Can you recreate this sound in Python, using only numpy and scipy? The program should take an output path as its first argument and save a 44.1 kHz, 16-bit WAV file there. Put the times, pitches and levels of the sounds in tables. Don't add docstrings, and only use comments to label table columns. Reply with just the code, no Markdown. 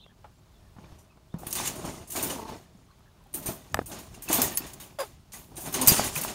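import sys
import numpy as np
from scipy import signal
from scipy.fft import rfft, irfft, next_fast_len
from scipy.io import wavfile
from scipy.ndimage import uniform_filter1d

SR = 44100
rng = np.random.default_rng(int(sys.argv[2]) if len(sys.argv) > 2 else 0)


def decibels_to_gain(level_db):
    exponent = np.asarray(level_db, float) / 20
    return 10 ** exponent


def file_out(sig):
    cols = np.atleast_2d(sig).T
    lim = np.clip(cols, -1, 1)
    pcm = np.round(lim * 32767).astype(np.int16)
    wavfile.write(sys.argv[1], SR, pcm)


N = 279770

# (frequency [Hz], density [dB per Hz])
AIR_SPECTRUM = [(15, -25), (28, 5), (45, 8), (64, 7), (102, 5), (200, -2.5), (270, -25), (354, -14.5),
                (489, -14), (988, -12), (1700, -19), (3720, -20), (9000, -27.5), (14800, -30), (16900, -27)]
AIR_DB = -57.5
# (time [s], length [s], start pitch [Hz], end pitch [Hz], level [dB])
BIRDS = [(-.03, .069, 3400, 3060, -62), (-.02, .085, 4350, 3700, -65), (-.02, .086, 3650, 3550, -61),
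         (.03, .1, 3300, 3280, -67), (.02, .048, 2600, 2830, -65), (.093, .03, 1730, 1700, -64),
         (.335, .03, 7400, 7400, -74), (.375, .025, 7400, 7400, -75), (.45, .032, 6300, 6860, -77),
         (.522, .07, 3700, 3330, -75), (1.095, .045, 2600, 2500, -68), (1.6, .083, 3500, 3700, -70),
         (1.285, .03, 2900, 3600, -72), (1.31, .05, 3620, 3640, -70), (.87, .03, 1720, 1720, -68),
         (1.1, .05, 1250, 1200, -67), (.6, .12, 1800, 1780, -75), (.2, .15, 1620, 1600, -74),
         (2.87, .08, 1200, 1050, -67), (3.05, .05, 1700, 1680, -71)]
BIRD_FLUTTER_HZ = 140

# (time [s], peak [dB], pitch [Hz], t60 [s], wood [dB])
KNOCKS = [(.063, -48, 185, 0.0052, 17.5), (.243, -46, 824, 0.045, 12.5), (.843, -35, 110, 0.016, -9),
          (1.433, -31.5, 736, 0.022, -5), (1.469, -25, 150, 0.015, -6), (2.307, -38, 530, 0.17, -1),
          (3.347, -33, 340, 0.048, -22), (3.7705, -26, 253, 0.016, 5), (1.366, -30, 170, 0.042, -26),
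          (4.605, -31.5, 285, 0.038, -5), (5.338, -45, 190, 0.066, 3.5), (5.578, -37.5, 330, 0.083, 4),
          (5.877, -14, 127, 0.053, -26), (5.9957, -2.5, 700, 0.0041, -4), (6.1618, -22, 2510, 0.02, -26),
          (6.2485, -23.5, 816, 0.025, -1)]
# (time [s], peak [dB], pitch [Hz], t60 [s], wood
# [dB])
THUDS = [(.765, -34, 112, 0.035, -8.5), (.785, -34.5, 200, 0.037, -3.5), (.924, -27, 108, 0.017, -19),
         (1.172, -50.5, 110, 0.029, 6.5), (1.342, -19.5, 172, 0.048, -16), (1.6, -40, 300, 0.032, 13),
         (2.006, -40, 91.5, 0.095, -21), (2.152, -32.5, 287, 0.079, 8), (2.75, -40.5, 186, 0.072, -16),
         (3.487, -20, 125, 0.032, -11), (3.7907, -8.5, 470, 0.0091, -7), (3.814, -24.5, 260, 0.019, -4),
         (4.3, -19.5, 313, 0.066, 0.5), (4.384, -22.5, 251.4, 0.12, 2.5), (5.661, -35, 143, 0.11, -2),
         (5.919, -4, 171, 0.015, -24), (6.166, -28, 150, 0.12, 0.5)]
# (time [s], peak [dB], pitch [Hz], t60 [s], wood [dB])
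CAMERA_SNAP = [
    (3.7436, -31.5, 1230, 0.03, 11),
]
THUD_CRACK_DB, KNOCK_CRACK_DB, SNAP_CRACK_DB = -13.5, -10, 12
THUD_RISE_CYCLES = 0.22
# (frequency [Hz], level [dB], t60 [s])
CASE_MODES = [(640, 2.5, 0.019), (824, -2, 0.026), (1227, 3, 0.017), (1760, 4.5, 0.013),
              (2530, -5.5, 0.018), (3000, -6.5, 0.0089), (3600, -4.5, 0.01), (4660, -7.5, 0.011),
              (5030, -5, 0.0083), (6060, -7, .01), (7050, -5.5, 0.0072), (7900, -2, 0.0076),
              (9600, -11, 0.0074), (12100, -2, 0.0057)]
# (time [s], level [dB], softness as cut-off [Hz])
CASE_TAPS = [(.2425, -53, 1300), (1.3405, -34, 696), (1.4324, -45, 1500), (3.7439, -19, 14000),
             (3.7449, -29.5, 12000), (3.7702, -39, 2500), (3.7736, -42, 2000), (3.7905, -23.5, 1800),
             (3.792, -40, 6000), (3.817, -40, 1200), (6.166, -46, 1500), (6.2485, -28.5, 1200)]

# (time at full force [s], held [s], claw raking [dB], weight on frame [dB])
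BOUTS = [(.8, 0.16, -70.5, -53), (1.36, 0.032, -93, -49.5), (1.43, 0.17, -68, -45.5),
         (1.585, 0.077, -37.5, -38.5), (1.68, 0.012, -49, -37.5), (1.74, 0.11, -71, -42),
         (1.848, 0.041, -55, -35), (1.93, 0.062, -61, -44), (2.167, 0.16, -46, -36),
         (2.38, 0.043, -54, -45), (2.48, 0.065, -53, -42), (2.75, 0.23, -75.5, -79), (3.36, 0.13, -66, -46),
         (3.486, 0.0036, -53, -34), (3.58, 0.14, -61, -61), (3.798, 0.007, -57.5, -54),
         (3.917, 0.068, -54, -41.5), (4.02, 0.16, -61, -57.5), (4.18, 0.095, -66, -53.5),
         (4.316, 0.098, -36, -30.5), (4.43, 0.06, -39, -35), (4.627, 0.02, -47.5, -39),
         (4.72, 0.18, -77, -52.5), (5.049, 0.081, -61.5, -62), (5.37, 0.037, -65, -51.5),
         (5.52, 0.15, -69.5, -52.5), (5.668, 0.0053, -50, -37), (5.76, 0.1, -41.5, -32.5),
         (5.9, 0.028, -27, -26.5), (5.971, 0.075, -31.5, -31), (6.16, .15, -38.5, -40.5)]
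ATTACK_DB_PER_S, WIRES_SETTLE_DB_PER_S, FRAME_SETTLE_DB_PER_S = 397, 185, 185
AFTERSHAKE_DB, AFTERSHAKE_SLOWER = -15.5, 0.25
REST_RAKE_DB, REST_FRAME_DB = -83.5, -64
PLATE_FROM_RAKE, PLATE_FROM_FRAME, PLATE_DB = 0.54, 0.47, -2.5
RUMBLE_FROM_FRAME, RUMBLE_DB = 0.5, -27.5
# (time [s], held [s], rumble [dB])
HANDLING = [
    (3.75, 0.021, -34.5),
    (4.09, 0.041, -46),
    (5.08, 0.13, -55.5),
    (5.5, 0.11, -52),
    (6.07, 0.038, -41),
]
# (frequency [Hz], width [Hz], level [dB])
BOARD_MODES = [(150, 79, -1), (255, 74, 2), (369.4, 63, 2), (584, 140, -1.5), (653, 83, 1.5),
               (822, 175, -2), (952, 500, -6), (1480, 550, -17)]

# (time [s], level [dB], frequency
# [Hz], t60 [s])
CREAKS = [(.843, -53, 2400, .02), (1.6005, -26.5, 930, .012), (2.612, -52, 620, 0.027),
          (2.658, -62, 1800, .04), (2.912, -59, 1500, .03), (2.912, -57, 4200, .03),
          (3.005, -57, 1250, .03), (3.115, -66, 3900, .02), (3.208, -56, 980, 0.062),
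          (3.26, -56, 800, 0.062), (5.9944, -20, 640, 0.0036), (5.62, -49, 730, 0.094),
          (4.55, -27, 10600, 0.11), (4.522, -33, 13400, .08), (4.4, -31, 6000, .08)]
# (time [s], level [dB], frequency [Hz], t60 [s])
PINGS = [(1.452, -54, 2580, .05), (1.466, -46, 3100, 0.055), (1.527, -42, 4760, .06),
         (1.555, -49, 2530, 0.11), (1.575, -35, 3570, 0.16), (1.6, -46, 2890, .08),
         (1.672, -28, 6680, 0.093), (1.845, -52, 2600, .08), (1.981, -53, 2060, 0.068),
         (2.157, -40, 2300, .1), (2.16, -38, 4800, .08), (2.194, -36, 2590, 0.079), (2.196, -36, 3740, .06),
         (2.303, -33.5, 2950, 0.037), (2.453, -52, 4300, .05), (2.484, -52, 4070, .05),
         (3.478, -40, 2410, 0.04), (3.9, -47, 3720, 0.074), (4.145, -47, 2750, 0.11),
         (4.28, -36, 2660, 0.098), (4.34, -18, 13680, 0.15), (4.335, -26, 8450, .15),
         (4.418, -25, 5070, 0.057), (4.441, -37, 1890, .1), (4.518, -43, 1830, 0.4),
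         (4.572, -36, 5230, 0.11), (4.573, -35, 4620, 0.089), (4.573, -23, 11800, 0.073),
         (4.575, -44, 2990, .1), (4.62, -42, 2620, 0.054), (4.801, -51, 3730, 0.22),
         (4.835, -48, 3000, .05), (5.339, -46, 2000, 0.074), (5.567, -44.5, 3860, 0.066),
         (5.657, -56, 2830, .08), (5.742, -37, 2910, 0.085), (5.815, -36, 3690, .08),
         (5.815, -31, 6570, 0.2), (5.887, -15, 4830, 0.1), (5.92, -27, 14400, .15), (5.98, -30, 4700, 0.24),
         (6.04, -31, 10700, .12), (3.328, -50, 9050, 0.12), (3.339, -24, 9280, 0.099),
         (3.339, -33, 11800, 0.15), (3.34, -43, 14100, .35), (3.46, -29, 9000, 0.18),
         (3.46, -40, 14200, 0.39), (3.465, -46, 6540, 0.29), (2.226, -31, 14100, .3)]
CLUSTER_SPREAD = .018
# (time [s], peak [dB])
TICKS = [(1.507, -28), (1.528, -12.5), (1.553, -14), (2.9916, -57), (3.2394, -54), (3.2694, -55),
         (3.331, -42), (3.7254, -42), (3.8274, -44), (4.33, -15), (4.418, -2.5), (4.5736, -9), (6.155, -20),
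         (6.2365, -22), (5.74, -22), (5.8138, -19), (5.875, 0), (5.882, 8), (6.213, -20)]

# (time [s], peak [dB], shiver t60 [s], struck wire [Hz], short over long wires [dB])
FLOOR_STRIKES = [(.985, -47, 0.33, 5900, -4), (1.385, -40, 1, 14500, 3), (1.7539, -34, 0.66, 9200, -9),
                 (1.8487, -35, 0.92, 9100, -9), (2.2256, -16, 0.2, 9160, 9), (3.3395, -22, 0.28, 8900, 9),
                 (3.4588, -19.5, 0.31, 13600, 4), (4.221, -28.5, 0.16, 6740, 10),
                 (4.311, -17, .11, 8900, 0), (4.327, -6, 0.093, 12900, 5), (4.416, -9.5, 0.23, 14700, 7),
                 (4.5722, -12.5, 0.072, 6520, 11), (6.04, -20, .2, 11940, 5),
                 (5.32, -32.5, 0.15, 6550, -13), (5.566, -26, 0.43, 9200, 2), (5.813, -10.5, 0.17, 9100, 1),
                 (5.862, -14.5, .06, 10600, -11), (5.8725, -1, 0.092, 8900, 16),
                 (5.8795, -0.5, 0.21, 13260, 2)]
# (time [s], peak [dB], shiver t60 [s], struck wire [Hz], short over long wires [dB])
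PLATE_STRIKES = [(1.4659, -25, 0.18, 9400, 12), (1.5529, -19, 0.38, 9140, 0), (1.653, -20, 0.29, 14900, -3),
                 (2.158, -19, 0.45, 6920, 1), (2.2975, -22.5, 0.25, 9230, -3),
                 (3.4247, -34, 0.31, 8850, 11), (3.916, -32, 0.25, 6300, -13),
                 (3.986, -34.5, 0.24, 6770, 8), (4.142, -36.5, 0.17, 9200, -4),
                 (4.2863, -19.5, 0.18, 6460, 5), (4.6628, -34, 0.44, 6670, 1), (4.799, -31, 0.35, 9200, 1),
                 (4.987, -29, 0.14, 10500, -3), (5, -26.5, 0.24, 9950, 3), (5.3323, -31.5, 0.44, 6680, 9),
                 (5.6576, -25.5, 0.25, 9140, 5), (5.7247, -27, 0.17, 6700, 17), (5.74, -16, 0.26, 6300, 0),
                 (6.154, -22, 0.23, 15300, 13), (6.1752, -16, 0.083, 6700, 4)]
# (time [s], peak [dB], shiver t60 [s], struck wire [Hz], short over long wires [dB])
WALL_STRIKES = [(1.507, -23, 0.096, 9030, -6), (1.526, -17.5, 0.15, 13300, 0),
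                (1.6741, -11.5, 0.055, 8910, -1), (2.0735, -34, 0.26, 9500, 7),
                (2.1005, -24, 0.19, 9000, 6), (2.1176, -22.5, 0.42, 8920, 4), (3.7425, -41, 0.31, 7900, 15),
                (3.859, -28.5, 0.32, 9000, 8), (4.236, -31, .16, 9900, 8), (4.3435, -12.5, 0.27, 12800, 6),
                (4.7337, -25.5, 0.051, 9860, 0), (5.556, -35, 0.12, 9000, 4),
                (5.6052, -29.5, 0.57, 8920, 9), (6.2133, -14, 0.066, 9150, 8),
                (6.2353, -17.5, 0.14, 14100, 5)]
WALL_TO_PLATE_DB, FLOOR_TO_PLATE_DB, PLATE_TO_PLATE_DB = -18.5, -12.5, -5.5
# (frequency [Hz], spread [Hz], level [dB])
WIRES = [(6250, 110, -15), (6040, 56, 2), (6570, 29, 1.5), (6960, 150, 4.5), (7320, 61, 6),
         (7900, 120, -20), (8478, 50, -10), (8920, 40, 3.5), (9210, 55, 1.5), (10400, 64, -9),
         (10640, 52, -5), (11800, 200, -11), (11200, 76, -10), (12440, 200, 0), (12600, 90, -6),
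         (12940, 190, -2), (13680, 80, -1), (14200, 220, 6), (14700, 100, -2.5), (15300, 270, 0)]
BENDING_HZ = [6580, 9150, 11850, 14150]
# (frequency [Hz], density [dB per Hz])
MESH_SPECTRUM = [(2500, 0), (3500, -4.5), (4800, -3), (5600, -1.5), (6600, 5), (7800, 2.5), (9100, 3.5),
                 (9800, 3.5), (10600, -1.5), (11900, -2.5), (12900, -10), (14200, -1.5), (15300, -8.5),
                 (16900, -17)]
RATTLE_DB = 0.5
# (frequency [Hz], density [dB per Hz])
PLATE_SPECTRUM = [(710, -0.5), (1200, 0), (1300, -11.5), (1460, -2.5), (2180, -2.5), (2550, -2.5),
                  (5000, -6), (6500, -9), (11000, -120)]
SHARDS_PER_S, SHARDS_DB, SHARD_CYCLES = 800, -5, 45.0

# (time [s], pitch [Hz], level [dB])
GROWL = [
    (2.344, 242, -48),
    (2.35, 253, -46),
    (2.398, 222.6, -45),
    (2.534, 218.4, -46.5),
    (2.59, 229.6, -62),
]
# (time [s], pitch [Hz], level [dB])
BARK = [
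    (4.986, 615.5, -55),
    (4.988, 600.4, -32),
    (4.994, 570, -34),
    (5.001, 530, -29),
    (5.01, 594, -29),
    (5.022, 519, -33),
    (5.034, 477, -35),
    (5.05, 408, -47),
    (5.07, 392, -53),
]
# (time [s], pitch [Hz], level [dB])
GRUNT = [
    (5.775, 250, -36),
    (5.805, 260.6, -32.5),
    (5.838, 255, -31),
    (5.855, 253, -36),
]
# (frequency [Hz], width [Hz], level [dB])
GROWL_THROAT = [(230, 165, 4), (440, 220, 3.5), (913, 270, 3.5), (2600, 1300, -15), (4300, 2000, -9)]
# (frequency [Hz], width [Hz], level [dB])
BARK_THROAT = [(530, 410, 1), (1190, 290, 2), (1430, 300, 0.5), (2660, 1300, -8), (3500, 390, -3.5),
               (4920, 250, -4.5)]


def rms_one(x):
    return x / np.sqrt(np.mean(x ** 2) + 1e-20)


def place(out, s, sound):
    at = round(s * SR)
    out[at:at + len(sound)] += sound


def in_time(rows):
    s, *columns = np.transpose(rows)
    return [np.interp(np.arange(N) / SR, s, c) for c in columns]


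def coloured(x, spectrum):
    hz, level_db = np.transpose(spectrum)
    size = next_fast_len(N)
    log_hz = np.log(np.maximum(np.fft.rfftfreq(size, 1 / SR), 1))
    gain = decibels_to_gain(np.interp(log_hz, np.log(hz), level_db, left=-90, right=-90))
    return rms_one(irfft(rfft(x, size) * gain, size)[:N])


def bandpass(x, low_hz, high_hz):
    return signal.sosfilt(signal.butter(2, [low_hz, high_hz], "band", fs=SR, output="sos"), x)


def drift(rate_hz):
    r = np.exp(-128 * np.pi * rate_hz / SR)
    slow = signal.lfilter([1], [1, -2 * r, r * r], rng.standard_normal(N // 64 + 1002))[1000:]
    return np.interp(np.arange(N) / 64, np.arange(len(slow)), rms_one(slow))


def resonate(x, hz, width_hz):
    r = np.exp(-np.pi * width_hz / SR)
    zeros = np.array([1, 0, -1]) * (1 - r * r) / 2
    poles = [1, -2 * r * np.cos(2 * np.pi * hz / SR), r * r]
    return signal.lfilter(zeros, poles, x + 1e-18)


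def body(x, modes):
    return sum((-1) ** k * decibels_to_gain(level_db) * resonate(x, hz, width_hz)
               for k, (hz, width_hz, level_db) in enumerate(modes))


def contacts(per_s, spread_db):
    sizes = decibels_to_gain(spread_db * np.minimum(rng.exponential(1, N), 4)) * rng.choice([-1, 1], N)
    return rms_one(sizes * (rng.random(N) < per_s / SR))


def outdoor_air():
    gusts = decibels_to_gain(drift(2))
    air = decibels_to_gain(AIR_DB - 1.5) * gusts * coloured(rng.standard_normal(N), AIR_SPECTRUM)
    traffic = bandpass(air, 250, 5000)
    return air + traffic * (decibels_to_gain(1.5 * drift(4) - 1.0) - 1)


def birds():
    out = np.zeros(N + SR)
    for s, length_s, from_hz, to_hz, level_db in BIRDS:
        size = round(length_s * SR)
        pitch_hz = np.linspace(from_hz, to_hz, size) * (1 + 0.0051 * drift(200)[:size])
        flutter = .6 + drift(BIRD_FLUTTER_HZ)[:size]
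        whistle = np.sin(2 * np.pi * np.cumsum(pitch_hz) / SR)
        place(out, s + 1, decibels_to_gain(level_db + 4) * np.sqrt(np.hanning(size)) * flutter * whistle)
    return out[SR:]


def blows():
    kinds = [(THUDS, THUD_CRACK_DB), (KNOCKS, KNOCK_CRACK_DB), (CAMERA_SNAP, SNAP_CRACK_DB)]
    return sorted((*row, crack_db) for rows, crack_db in kinds for row in rows)


def knocks():
    out = np.zeros(N + SR)
    t = np.arange(SR // 8) / SR
    for s, peak_db, hz, t60_s, wood_db, crack_db in blows():
        noise = rng.standard_normal(len(t))
        fade_db = -60 * t / max(t60_s, .005)
        rise = 1 - np.exp(-t * hz / THUD_RISE_CYCLES)
        thud = np.sin(2 * np.pi * hz * t) * decibels_to_gain(fade_db + 1.5) * rise
        tock = rms_one(resonate(resonate(noise, 600, 790), 600, 790))
        wood = tock * decibels_to_gain(wood_db - 9 + 0.52 * fade_db)
        crack = rms_one(resonate(noise[::-1], 2200, 5100)) * decibels_to_gain(crack_db - 18.5 + 4.5 * fade_db)
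        place(out, s, decibels_to_gain(peak_db) * (thud + wood + crack))
    return out[:N]


def camera():
    out = np.zeros(N + SR)
    t = np.arange(SR // 10) / SR
    ring = sum((-1) ** k * decibels_to_gain(level_db - 60 * t / t60_s) * np.sin(2 * np.pi * hz * t)
               for k, (hz, level_db, t60_s) in enumerate(CASE_MODES))
    for s, level_db, cut_hz in CASE_TAPS:
        place(out, s, decibels_to_gain(level_db) * signal.lfilter(*signal.butter(2, cut_hz, fs=SR), ring))
    return out[:N]


def effort(rows, levels_db, settle_db_per_s, rest_db):
    t = np.arange(0, N + 64, 64) / SR
    s, held_s = np.array(rows)[:, :1], np.array(rows)[:, 1:2]
    attack_db = ATTACK_DB_PER_S * np.maximum(s - t, 0)
    settled_db = settle_db_per_s * np.maximum(t - s - held_s, 0)
    settled_db = np.minimum(settled_db, AFTERSHAKE_SLOWER * settled_db - AFTERSHAKE_DB)
    power = np.sum(decibels_to_gain(levels_db[:, None] - attack_db - settled_db) ** 2, axis=0)
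    return 10 * np.log10(np.interp(np.arange(N) / SR, t, power) + decibels_to_gain(rest_db) ** 2)


def scramble():
    claws_db, weight_db = np.array(BOUTS)[:, 2:].T
    rake_db = effort(BOUTS, claws_db, WIRES_SETTLE_DB_PER_S, REST_RAKE_DB)
    frame_db = effort(BOUTS, weight_db, FRAME_SETTLE_DB_PER_S, REST_FRAME_DB)
    plate_db = PLATE_DB + PLATE_FROM_RAKE * rake_db + PLATE_FROM_FRAME * frame_db
    shaken_db = RUMBLE_DB + RUMBLE_FROM_FRAME * frame_db
    rumble_db = effort(HANDLING, np.array(HANDLING)[:, 2], FRAME_SETTLE_DB_PER_S, shaken_db)
    return rake_db, plate_db, frame_db, rumble_db


def frame(frame_db, rumble_db):
    push = contacts(400, 1.83) + 0.79 * rng.standard_normal(N)
    drumming = rms_one(body(push, BOARD_MODES)) * decibels_to_gain(frame_db - 2.0 + 2.0 * drift(29))
    rumble = rms_one(bandpass(rng.standard_normal(N), 38, 160)) * decibels_to_gain(rumble_db - 1.0)
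    return drumming + rumble


def mode_clusters(rows):
    out = np.zeros(N + SR)
    t = np.arange(SR // 3) / SR
    for s, level_db, hz, t60_s in rows:
        cluster = np.sin(2 * np.pi * hz * t)
        for apart, size in rng.uniform(-1, 1, (3, 2)):
            near_hz = hz * (1 + CLUSTER_SPREAD * apart)
            cluster += 0.7 * decibels_to_gain(5 * size) * np.sin(2 * np.pi * near_hz * t)
        rise = 1 - np.exp(-t / (min(t60_s, .1) * .02))
        place(out, s, decibels_to_gain(level_db - 4.5 - 60 * t / max(t60_s, .004)) * rise * cluster)
    return out[:N]


def creaks():
    return mode_clusters(CREAKS)


def strikes():
    kinds = [(WALL_STRIKES, WALL_TO_PLATE_DB), (FLOOR_STRIKES, FLOOR_TO_PLATE_DB),
             (PLATE_STRIKES, PLATE_TO_PLATE_DB)]
    return sorted((s, peak_db, share_db, *rest) for rows, share_db in kinds for s, peak_db, *rest in rows)


def shiver(rise_s, column_db):
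    power = np.zeros(N)
    for (s, peak_db, _, t60_s, _, _), extra_db in zip(strikes(), column_db):
        t = np.arange(min(N - round(s * SR), SR // 4)) / SR
        fade = decibels_to_gain(-60 * t / max(t60_s, .01)) + 0.5 * decibels_to_gain(-60 * t / 0.0072)
        place(power, s, (decibels_to_gain(peak_db + extra_db) * fade * (1 - np.exp(-t / rise_s))) ** 2)
    return np.sqrt(power)


def struck_wires():
    out = np.zeros(N + SR)
    t = np.arange(SR // 5) / SR
    for s, peak_db, _, t60_s, wire_hz, _ in strikes():
        fade = decibels_to_gain(peak_db - 60 * t / (0.56 * max(t60_s, .01)))
        push = rng.standard_normal(len(t)) * fade * (1 - np.exp(-t / 0.00043))
        ring = resonate(push, wire_hz, 87)
        for hz in BENDING_HZ:
            share = decibels_to_gain(rng.normal(-10, 5))
            ring += share * resonate(push, hz * (1 + rng.standard_normal() / 40), 63)
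        place(out, s, decibels_to_gain(5) * ring)
    return out[:N]


def mesh(rake_db):
    tilt_db = np.array(strikes())[:, 5]
    rake = decibels_to_gain(rake_db + 2.5 * drift(8.1))
    long_wires = np.hypot(shiver(0.0015, -13.5 - tilt_db / 2), rake)
    short_wires = np.hypot(shiver(0.00088, -9.5 + tilt_db / 2), rake)
    grit = coloured(contacts(5000, 2.5) + rng.standard_normal(N), MESH_SPECTRUM)
    low = signal.sosfiltfilt(signal.butter(2, 10000, fs=SR, output="sos"), grit)
    chatter = low * long_wires + (grit - low) * short_wires
    chatter = chatter * decibels_to_gain(RATTLE_DB * drift(90))
    ringing, white = np.zeros(N), rng.standard_normal(N)
    for hz, spread_hz, level_db in WIRES:
        drive = long_wires if hz < 1e4 else short_wires
        touched = decibels_to_gain(9.4 * np.minimum(drift(12), 1))
        push = white * drive * touched
        for off in (-.7, .2, .8):
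            ringing += decibels_to_gain(level_db) * resonate(push, hz + off * spread_hz, 45)
    return decibels_to_gain(-3.0) * chatter + decibels_to_gain(-5.5) * ringing + struck_wires()


def tread_plate(plate_db):
    struck = shiver(0.0015, np.array(strikes())[:, 2] - 11)
    drive = np.hypot(struck, decibels_to_gain(plate_db + 1.5 * drift(25)))
    clatter = contacts(2500, 3.0) + 1.1 * rng.standard_normal(N)
    return coloured(clatter, PLATE_SPECTRUM) * drive


def shards(plate_db):
    sizes, dealt = contacts(SHARDS_PER_S, 3.2), rng.integers(0, 12, N)
    rings = sum(resonate(sizes * (dealt == k), hz, hz / SHARD_CYCLES)
                for k, hz in enumerate(np.geomspace(700, 6600, 12)))
    return rms_one(rings) * decibels_to_gain(plate_db + SHARDS_DB)


def pings():
    return mode_clusters(PINGS)


def claw_ticks():
    out = np.zeros(N + SR)
    t = np.arange(SR // 3) / SR
    for s, peak_db in TICKS:
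        bright = rms_one(resonate(rng.standard_normal(len(t)), 12800, 8200))
        place(out, s, decibels_to_gain(peak_db - 4.0 - 60 * t / 0.0083) * bright)
    return out[:N]


def voice(rows, throat, jitter, rough, throb_hz, throb, chest_db):
    pitch_hz, level_db = in_time(rows)
    cycles = np.cumsum(pitch_hz * (1 + jitter * drift(60))) / SR
    breath = rough * 0.28 * rng.standard_normal(N) * (cycles % 1 < .4)
    pulses = np.diff(np.floor(cycles), prepend=0) + breath
    t = np.arange(N) / SR
    sounding = uniform_filter1d(1. * ((t > rows[0][0]) & (t < rows[-1][0])), size=100)
    beat = np.minimum(1 - throb * np.cos(2 * np.pi * throb_hz * (t - rows[0][0])), 1.2)
    chest = decibels_to_gain(chest_db) * np.sin(2 * np.pi * cycles)
    return (rms_one(body(body(pulses, throat), throat)) + chest) * decibels_to_gain(level_db) * sounding * beat


def growl():
    return decibels_to_gain(5.5) * voice(GROWL, GROWL_THROAT, jitter=0.021, rough=0.42,
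                            throb_hz=30.0, throb=0.8, chest_db=-18.0)


def bark():
    return voice(BARK, BARK_THROAT, jitter=0.052, rough=0.65, throb_hz=50, throb=0.08, chest_db=0.5)


def grunt():
    return voice(GRUNT, GROWL_THROAT, jitter=0.024, rough=0.63, throb_hz=30.2, throb=0.13, chest_db=-4.0)


def scene():
    rake_db, plate_db, frame_db, rumble_db = scramble()
    surroundings = outdoor_air() + birds()
    blunt = knocks() + camera() + frame(frame_db, rumble_db) + creaks()
    metal = mesh(rake_db) + tread_plate(plate_db) + shards(plate_db) + pings() + claw_ticks()
    animal = growl() + bark() + grunt()
    return (surroundings + blunt + metal + animal)[None]


def top_cut(x):
    return signal.sosfilt(signal.butter(12, 16960, fs=SR, output="sos"), x)


def record(dry):
    rounded = .84 * np.tanh(dry / .84)
    low_pass = signal.ellip(8, 1, 26, 15750, fs=SR, output="sos")
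    mix = signal.sosfilt(low_pass, rounded)
    return top_cut(mix)


dry = scene()
out = record(dry)
file_out(out)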